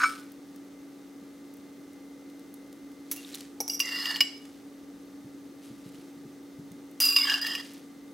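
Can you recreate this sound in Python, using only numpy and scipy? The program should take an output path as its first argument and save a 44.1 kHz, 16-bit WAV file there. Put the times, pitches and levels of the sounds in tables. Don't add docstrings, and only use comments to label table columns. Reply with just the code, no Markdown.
import sys
import numpy as np
from scipy import signal
from scipy.fft import rfft, irfft
from scipy.io import wavfile
from scipy.ndimage import uniform_filter1d

SR = 44100
rng = np.random.default_rng(int(sys.argv[2]) if len(sys.argv) > 2 else 0)


def put_to_file(sound):
    columns = np.atleast_2d(sound).T
    safe = np.clip(columns, -1, 1)
    whole_steps = np.round(safe * 32767)
    wavfile.write(sys.argv[1], SR, whole_steps.astype(np.int16))


N = 358929
TIME = np.arange(N) / SR
RING = TIME[:SR // 3]

# frequency in Hz, relative level in dB when struck on its tips,
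# relative level in dB when struck on its edge, t60 in s.
TINES = [(2260, -19, -9, .04), (3380, -28, -9, .05), (4657, -26, -7, .045), (5300, -5, -18, .035),
         (5520, -2, -20, .036), (5655, 0, -8, .07), (5790, 1, -10, .04), (5915, -8, -1, .06),
         (6056, -14, -1, .06), (6350, -20, -4, .04), (7892, -19, -4, .07), (8893, -14, -9, .05),
         (10095, -15, 0, .06), (11255, -12, 0, .07), (11915, -18, 0, .06), (12512, -12, 3, .07),
         (13070, -14, -10, .06), (14470, -22, -2, .06), (14905, -17, 1, .06)]
NODE_DB = 2.8


def amp(db):
    return 10 ** (np.asarray(db) / 20)


def evened(x):
    return x / np.sqrt(np.mean(x ** 2) + 1e-20)


def blend(a, b, share):
    return a + np.clip(share, 0, 1) * (b - a)


def read(points, hz):
    f, value = np.transpose(points)
    return np.interp(np.log(hz + 1), np.log(f), value)


def add(mix, s, sound):
    part = mix[max(round(s * SR), 0):][:len(sound)]
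    part += sound[:len(part)]


def coloured(x, spectrum):
    hz = np.fft.rfftfreq(x.shape[-1], 1 / SR)
    return evened(irfft(rfft(x) * amp(read(spectrum, hz)), x.shape[-1]))


def wander(size, rate):
    knots = rng.standard_normal(N // 16)
    position = np.arange(size) / SR * rate
    return np.interp(position, np.arange(len(knots)), knots) * np.sqrt(3 / 2)


def pair(a, b, likeness):
    c = np.clip(likeness, 0, 1)
    return np.sqrt((1 + c) / 2) * a + np.sqrt((1 - c) / 2) * np.array([b, -b])


def radiated(x, corner_hz=750):
    return signal.sosfilt(signal.butter(N=3, Wn=corner_hz, btype="high", fs=SR, output="sos"), x)


def decay(t60):
    return np.exp(-np.log(1000) * RING / t60)


def ring(modes, rise=.0003):
    sines = sum(amp(db) * decay(t60) * np.sin(2 * np.pi * hz * RING) for hz, db, t60 in modes)
    return radiated(sines * (1 - np.exp(-RING / rise)))


def burst(spectrum, t60):
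    return coloured(rng.standard_normal(len(RING)), spectrum) * decay(t60)


def slips(size, per_s, spread_db):
    sizes = amp(spread_db * np.minimum(rng.exponential(1, size), 4)) * rng.choice([-1, 1], size)
    return evened(sizes * (rng.random(size) < per_s / SR))


def resonate(x, hz, width):
    turn = np.exp(2j * np.pi * np.cumsum(hz) / SR)
    r = np.exp(-np.pi * width / SR)
    smoothed = signal.lfilter([1], [1, -2 * r, r * r], x / turn)
    return evened((turn * smoothed).real)


def steadied(x):
    return x / np.sqrt(abs(uniform_filter1d(x ** 2, size=900)) + 1e-12)


def bowl_modes(rim):
    # Hz when touched deep inside, Hz when touched at the rim,
    # relative level in dB deep inside, relative level in dB at the rim, t60 in s.
    resonances = [(1125, 1150, -16, -24, .07), (1830, 1880, -30, -9, .018), (2220, 2293, -26, -2, .028),
                  (2770, 2912, 2.5, -2.5, .08), (2820, 2925, -7, -24, .09), (3480, 3600, -26, -21, .07),
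                  (4020, 4156, -28, -11, .05), (4590, 4640, -20, -6, .035), (4790, 4960, -7, -12, .08),
                  (4895, 5080, -1, -3.5, .07), (4950, 5230, -4, -5, .05), (7460, 7560, -19, -10, .03),
                  (10470, 10560, -18, -23, .04), (11860, 11950, -21, -26, .06),
                  (12450, 12570, -20, -22, .08), (13870, 13940, -18, -20, .06)]
    return [(blend(deep_hz, rim_hz, rim), blend(deep_db, rim_db, rim), t60)
            for deep_hz, rim_hz, deep_db, rim_db, t60 in resonances]


def stroke(rise, hold, fall, db, lean_from, lean_to):
    light_db = -9.5
    settle = 2.08
    corners = np.cumsum([0, rise, hold, fall])
    t = np.arange(0, corners[-1], 1 / SR)
    lean = lean_to + (lean_from - lean_to) * (1 - t / corners[-1]) ** settle
    pressure_db = db + np.interp(t, corners, [light_db, 0, 0, light_db])
    return pressure_db, np.clip(lean, 0, 1)


def rubbed_bowl(drive, rim_from, rim_to, lean, skip, waver_db=2.5):
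    tips_width_hz, flat_width_hz = 26, 99
    size = len(drive)
    modes = bowl_modes(np.linspace(rim_from, rim_to, size))
    width = blend(tips_width_hz, flat_width_hz, lean.mean())
    families = []
    for lo, hi in [(0, 3800), (3800, 7000), (7000, SR)]:
        family = sum(amp(db + NODE_DB * wander(size, rate=33.3)) * resonate(drive, hz * skip, width)
                     for hz, db, _ in modes if lo <= hz[0] < hi)
        families.append(steadied(family) * amp(waver_db * wander(size, rate=48.3)))
    return families


def sliding_tines(drive, hz):
    count, width_hz, drift = 4, 170, .032
    size = len(drive)
    return evened(sum(resonate(drive, hz * (1 + drift * wander(size, rate=22)), width_hz)
                      * amp(NODE_DB * wander(size, rate=34.6)) for _ in range(count)))


def scrapes(sing_db=-4, lower_db=-1, upper_db=-4, rub_db=-2.5, squeal_db=-2, grit_db=-5, shimmer_db=-4,
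            judder_db=2.0):
    # start, rise, hold and fall in seconds, pressure in dB, lean at start, lean at end,
    # extra squeal in dB, ratio of the fork's two resonances, extra dB on the bowl's lower modes,
    # extra dB on its upper modes, nearness to the rim (0-1) at start, the same at end.
    strokes = [(3.706, 0.011, 0.034, 0.029, -20, 0, 0, 28.5, 1.9, -14, -11, 0, 0),
               (3.816, 0.26, 0.034, 0.089, -1, 0.67, 0.86, -6, 2.42, 0.5, -0.5, 0.15, 0.58),
               (7.002, 0.018, 0.048, 0.14, 2.5, 0.021, 0.34, -4, 2, -1.5, -0.5, 0.01, 0.032),
               (7.161, 0.0075, 0.025, 0.094, 2.5, 0.41, 0.64, -9, 1.66, 3, 2.5, 0.06, 0.44),
               (7.25, 0.036, 0.051, 0.063, 0.5, 0.92, 0.95, 0, 1.8, 1, 0.5, 0.06, 0.27),
               (7.406, 0.03, 0.088, 0.093, -3, 0.87, 0.82, -3, 1.73, 1, -1.5, 0.24, 0.54)]
    # frequency in Hz, relative level in dB.
    grit_colour = [(200, -38), (600, -16), (1100, -3), (2200, -8), (3500, -4), (6000, -3), (8800, -3),
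                   (10500, 1), (13000, 1), (16000, -3)]
    # frequency in Hz, relative level in dB.
    rub_colour = [(200, -28), (500, -10), (900, 0), (1500, 4), (2400, -4), (3300, 3), (4400, 0), (5500, -3),
                  (9000, -13), (16000, -25)]
    # (dB on the tips, dB flat on the side)
    feeds = [(-30.5, -38),
             (-22.5, -38.5),
             (-48, -33),
             (-42.5, -59.5),
             (-29.5, -53.5)]
    tips_hz, flat_hz = 3183, 1649
    skip_share = 0.0039

    out = np.zeros(N)
    dense_modes = burst(grit_colour, t60=.06)
    for (start, *gesture, extra_squeal_db, ratio, extra_low_db, extra_high_db,
         rim_from, rim_to) in strokes:
        pressure_db, lean = stroke(*gesture)
        size = len(lean)
        low, high, rub, squeal, grit = (amp(pressure_db + blend(tips, flat, lean)) for tips, flat in feeds)
        drive = slips(size, per_s=4000, spread_db=3.5)
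        skip = 1 + skip_share * wander(size, rate=60.2)

        lower_modes, upper_modes, top_modes = rubbed_bowl(drive, rim_from, rim_to, lean, skip)
        bowl = amp(extra_low_db) * low * lower_modes
        bowl += amp(extra_high_db) * high * upper_modes
        bowl += amp(sing_db) * grit * top_modes

        slide_hz = tips_hz * (flat_hz / tips_hz) ** lean
        fork = amp(lower_db) * sliding_tines(drive, slide_hz)
        fork += amp(upper_db) * sliding_tines(drive, ratio * slide_hz)
        fork += amp(rub_db) * coloured(drive, rub_colour)

        tines = sum(amp(db) * resonate(drive, hz * skip, width=80) for hz, db, _, _ in TINES)
        tines = amp(squeal_db + extra_squeal_db) * evened(tines)

        shimmer = steadied(signal.fftconvolve(drive, dense_modes)[:size])
        glaze = amp(grit_db) * coloured(drive, grit_colour) + amp(shimmer_db) * shimmer
        glaze = signal.lfilter(*signal.butter(N=1, Wn=3200, btype="high", fs=SR), glaze)

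        judder = amp(judder_db * wander(size, rate=160))
        friction = (rub * fork + squeal * tines + grit * glaze) * judder
        add(out, start, (bowl + friction) * signal.windows.tukey(size, .03))
    return out


def squeaks(waver=0.0056, overtone_db=-24):
    # start in seconds, length in seconds,
    # frequency in Hz, level in dB.
    squeak_list = [(3.164, 0.047, 2770, -47), (3.695, 0.01, 4870, -24), (3.73, .022, 12200, -39),
                   (3.916, .024, 2795, -30.5), (3.939, 0.033, 2800, -28.5), (7.086, 0.013, 4870, -19),
                   (7.21, 0.013, 4980, -17.5), (7.234, .007, 4990, -22), (7.24, 0.0061, 4970, -20),
                   (7.336, 0.02, 2814, -24.5), (7.41, 0.033, 4910, -28)]
    out = np.zeros(N)
    for s, length, hz, db in squeak_list:
        size = round(length * SR)
        phase = 2 * np.pi * np.cumsum(hz * (1 + waver * wander(size, rate=170))) / SR
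        tone = np.sin(phase) + amp(overtone_db) * np.sin(2 * phase)
        add(out, s, amp(db) * signal.windows.tukey(size, .7) * tone)
    return out


def clinks():
    # start in seconds, bowl in dB, tines in dB, bright snap in dB,
    # nearness to the rim (0-1), part of the fork that hits (tips 0 to edge 1).
    blows = [(3.114, -59, -32, -26, .2, 1), (3.162, -54.5, -47, -39, 0.1, .6),
             (3.604, -72, -24.5, -41, .9, 0.12), (3.6071, -58, -29, -36, 0.6, 0),
             (3.679, -62, -29, -36, 0.7, 0), (3.699, -38, -28, -41, 0.4, 0), (3.794, -52, -35, -31, .1, 0),
             (3.8015, -21.5, -25, -34, .14, 0), (3.804, -37, -25, -43, 0.1, 0),
             (3.856, -54, -49, -58.5, 0.4, 0.17), (4.056, -30, -52, -50, .67, .5),
             (4.159, -29, -51, -47, 0.57, 0.22), (4.2055, -15.5, -38, -37, 1, .7),
             (4.20825, -15.5, -42, -35.5, 1, .7), (7.002, -29, -26, -20, 0.04, 0.43),
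             (7.052, -46, -31, -24, 0.1, 0.34), (7.163, -14.5, -46, -42, 0.18, 0.35),
             (7.2977, -20.5, -49, -50, .45, 0.34), (7.341, -26, -50, -42, 0.26, .5),
             (7.4143, -38, -42, -39, 0.36, 0.33), (7.4667, -28, -44, -38, 0.65, .5),
             (7.551, -28.5, -41, -52, 0.6, 0)]
    # start in seconds, level in dB.
    bumps = [(3.603, -33), (3.608, -34), (3.68, -44)]
    # start in seconds, frequency in Hz, level in dB.
    ticks = [(3.248, 3700, -31), (3.33, 3970, -37), (3.33, 7500, -36), (3.342, 4160, -26),
             (3.3465, 3700, -27.5), (3.355, 5700, -30), (3.41, 4600, -36), (3.857, 6200, -25),
             (3.857, 7250, -27), (4.056, 3000, -17), (4.16, 3030, -17), (7.4666, 4600, -18),
             (7.552, 2600, -24)]
    # frequency in Hz, relative level in dB.
    snap_colour = [(200, -57), (800, -9.5), (2000, -9), (4500, -8), (6200, 0), (9200, -10.5), (10500, 4.5),
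                   (12500, -2.5), (15500, 1)]
    # frequency in Hz, relative level in dB.
    knock_colour = [(50, -32), (170, -5), (400, 10.5), (620, 5.5), (850, 14.5), (1200, -49), (2300, -31),
                    (5000, -34), (12000, -41)]
    # frequency in Hz, relative level in dB.
    crack_colour = [(200, -53), (700, -19.5), (1250, -27), (1950, -1.5), (2900, 8), (3600, -13), (5000, 4),
                    (6500, -7.5), (9000, -18), (16000, -31)]

    out = np.zeros(N)
    for s, bowl_db, tine_db, snap_db, rim, edge in blows:
        fork = ring([(hz, blend(tips_db, edge_db, edge), t60) for hz, tips_db, edge_db, t60 in TINES])
        bowl = ring(bowl_modes(rim))
        bowl += amp(-7) * radiated(burst(crack_colour, t60=.045), corner_hz=1100)
        bowl += amp(-28.5) * burst(knock_colour, t60=0.048)
        snap = burst(snap_colour, t60=0.089)
        add(out, s, amp(bowl_db) * bowl + amp(tine_db) * fork + amp(snap_db) * snap)
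    for s, db in bumps:
        add(out, s, amp(db) * burst(knock_colour, t60=0.054))
    for s, hz, db in ticks:
        add(out, s, amp(db) * ring([(hz, 0, 0.0095)]))
    return out


def plate(clack_db=-7, ring_db=-1.5, rise=0.00076):
    # start in seconds, level in dB, nearness to the rim (0-1).
    rattle = [(.001, -23, 0), (.0092, -24, 0.1), (0.0172, -18, 0.06), (0.0323, -18, 0.04),
              (.0362, -12.5, 0.02), (.0410, -19, 0.36), (.056, -22, 1)]
    # frequency in Hz, relative level in dB when knocked on its foot,
    # relative level in dB at the rim, t60 in s.
    plate_modes = [(1050, -7, -22, .03), (1225, 1, -14, .035), (1315, -3, 0, .11), (1475, 5, -14, .04),
                   (1590, -6, -12, .035), (2283, -15, 2, .09), (2450, -15, -20, .04), (4020, -21, -15, .07),
                   (4490, -25, -19, .13), (5320, -19, -15, .3), (6380, -19, -24, .05),
                   (6885, -29, -23, .12), (8590, -31, -16, .2)]
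    # frequency in Hz, relative level in dB.
    clack_colour = [(150, -62), (600, -32), (950, -1), (1350, 8.5), (1900, -7), (2400, -5), (3200, -20),
                    (6300, -24), (10000, -29), (16000, -37)]
    out = np.zeros(N)
    for s, db, rim in rattle:
        modes = [(hz, blend(foot_db, rim_db, rim), t60) for hz, foot_db, rim_db, t60 in plate_modes]
        body = radiated(ring(modes, rise=.0008), corner_hz=880)
        clack = radiated(radiated(burst(clack_colour, t60=.05)), corner_hz=1000)
        clack *= 1 - np.exp(-RING / rise)
        add(out, s, amp(db) * (amp(ring_db) * body + amp(clack_db) * clack))
    return out


def crackle_and_crumbs():
    # peak in seconds, half-width in seconds, level in dB.
    swells = [(0, 0.16, -44), (3.2, 0.084, -55.5), (3.35, 0.1, -52.5), (4.45, 0.17, -69),
              (5.66, 0.034, -60), (5.92, 0.19, -66), (7.678, 0.11, -54.5)]
    # start in seconds, level in dB, brightness in dB per octave.
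    crumbs = [(.319, -45, 13), (1.5388, -48, 13), (1.5687, -49, 17), (2.3, -53, 3), (2.541, -42, 15),
              (3.346, -33, 5), (3.353, -35, 5), (3.407, -40, 4), (4.453, -47, -1), (5.945, -51.5, 0),
              (5.995, -62, -5), (7.736, -46, 14)]
    # frequency in Hz, relative level in dB.
    crackle_colour = [(200, -45), (700, -11.5), (1800, 4), (3800, 5.5), (7000, 1), (11000, -1.5),
                      (16000, -10.5)]
    stir_db = -69
    stray_count, stray_db, stray_spread_db, stray_tilt = 16, -52.5, 3, 6

    pops = np.zeros(N)
    for hz in np.linspace(1500, 15500, num=12):
        pop = np.sin(2 * np.pi * hz * RING[:200]) * np.exp(-RING[:200] / 0.000073)
        pops += signal.oaconvolve(slips(N, per_s=120, spread_db=-1.5), pop)[:N]
    level = amp(stir_db) + sum(amp(db) * np.exp(-((TIME - s) / width) ** 2) for s, width, db in swells)
    out = level * coloured(pops, crackle_colour)

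    strays = [(rng.uniform(0, N / SR), rng.normal(stray_db, stray_spread_db), stray_tilt)
              for _ in range(stray_count)]
    for s, db, tilt in crumbs + strays:
        colour = [(hz, colour_db + tilt * np.log2(hz)) for hz, colour_db in crackle_colour]
        add(out, s, amp(db) * burst(colour, t60=0.021))
    return out


def pats(rise=0.0052):
    # start in seconds, level in dB.
    pat_list = [(5.244, -38), (5.702, -37.5), (5.857, -37), (5.983, -40.5), (6.162, -41), (6.249, -37),
                (6.584, -34.5), (6.71, -37)]
    # frequency in Hz, relative level in dB.
    thud_colour = [(30, -35), (70, -22), (140, -2), (220, -2.5), (400, -15), (900, -50.5)]
    out = np.zeros(N)
    for s, db in pat_list:
        add(out, s, amp(db) * burst(thud_colour, t60=0.091) * (1 - np.exp(-RING / rise)))
    return out


def appliance(waver_db=0.03, whine_hz=2064, drone_db=-52.0, air_db=-61.5):
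    # frequency in Hz, rms level in dB.
    hum_tones = [(187.4, -67), (280.9, -48), (374.6, -71.5), (473.7, -71), (1184, -75), (3666, -79),
                 (4200, -81), (6212, -79.5), (8080, -81)]
    # time in seconds, rms level in dB.
    whine_curve = [(0, -74), (.3, -75.5), (1.7, -72), (2.0, -69.5), (3.0, -70.5), (3.2, -81), (8.14, -72)]
    # frequency in Hz, relative level in dB.
    air_colour = [(350, -20), (600, -6), (812, 2.5), (1010, -7), (1210, -1), (1430, -4.5), (1850, -7),
                  (2010, -4), (2310, -12), (4110, -13), (5190, -12.5), (6120, -12.5), (16000, -37)]
    # frequency in Hz, relative level in dB.
    drone_colour = [(30, -42), (45, -23.5), (58, -14.5), (80, -17.5), (125, -12.5), (200, -4.5), (300, 2.5),
                    (400, -4.5), (520, -7.5), (700, -18.5), (1100, -33.5)]

    hum = np.zeros(N)
    for hz, db in hum_tones:
        level = amp(db + waver_db * wander(N, rate=14))
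        hum += level * np.sin(2 * np.pi * hz * TIME + 0.07 * wander(N, rate=14))
    whine = np.sin(2 * np.pi * whine_hz * TIME + 0.6 * wander(N, rate=20))
    whine *= amp(np.interp(TIME, *np.transpose(whine_curve)))
    motor = np.sqrt(2) * (hum + whine) * amp([[.25], [-.25]])
    drone = pair(*coloured(rng.standard_normal((2, N)), drone_colour), likeness=0.85)
    air = pair(*coloured(rng.standard_normal((2, N)), air_colour), likeness=0.69)
    return motor + amp(drone_db) * drone + amp(air_db) * air


def kitchen(x, wet_db, build=0.013):
    # frequency in Hz, t60 in s.
    room_decay = [(150, 1), (1200, 0.45), (3000, 0.41), (5000, 0.42), (9000, 0.48), (15000, 0.055)]
    taps = rng.choice([-1., 1.], (2, SR)) * (rng.random((2, SR)) < 4000 / SR)
    hz, t, z = signal.stft(taps, SR, nperseg=256)
    fading = np.exp(-np.log(1000) * t / read(room_decay, hz)[:, None])
    tail = signal.istft(z * fading, SR, nperseg=256)[1][:, :SR]
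    tail = tail * (1 - np.exp(-TIME[:SR] / build))
    tail = pair(*tail / np.linalg.norm(tail[0]), likeness=.65)
    return x + amp(wet_db) * signal.fftconvolve(x[None], tail, axes=1)[:, :N]


def scene():
    fork_in_bowl = radiated(clinks() + scrapes() + squeaks(), corner_hz=130)
    bowl = kitchen(fork_in_bowl, wet_db=-13.5) * amp([[-.3], [.3]])
    crockery = kitchen(plate(), wet_db=-17.5)
    soft_sounds = kitchen(crackle_and_crumbs() + pats(), wet_db=-15.5)
    return bowl + crockery + soft_sounds + appliance()


def record(dry):
    edge_hz = 15950
    low_pass = signal.firwin(511, edge_hz, window=("kaiser", 9), fs=SR)
    return signal.oaconvolve(dry, low_pass[None], "same")


dry = scene()
out = record(dry)
put_to_file(out)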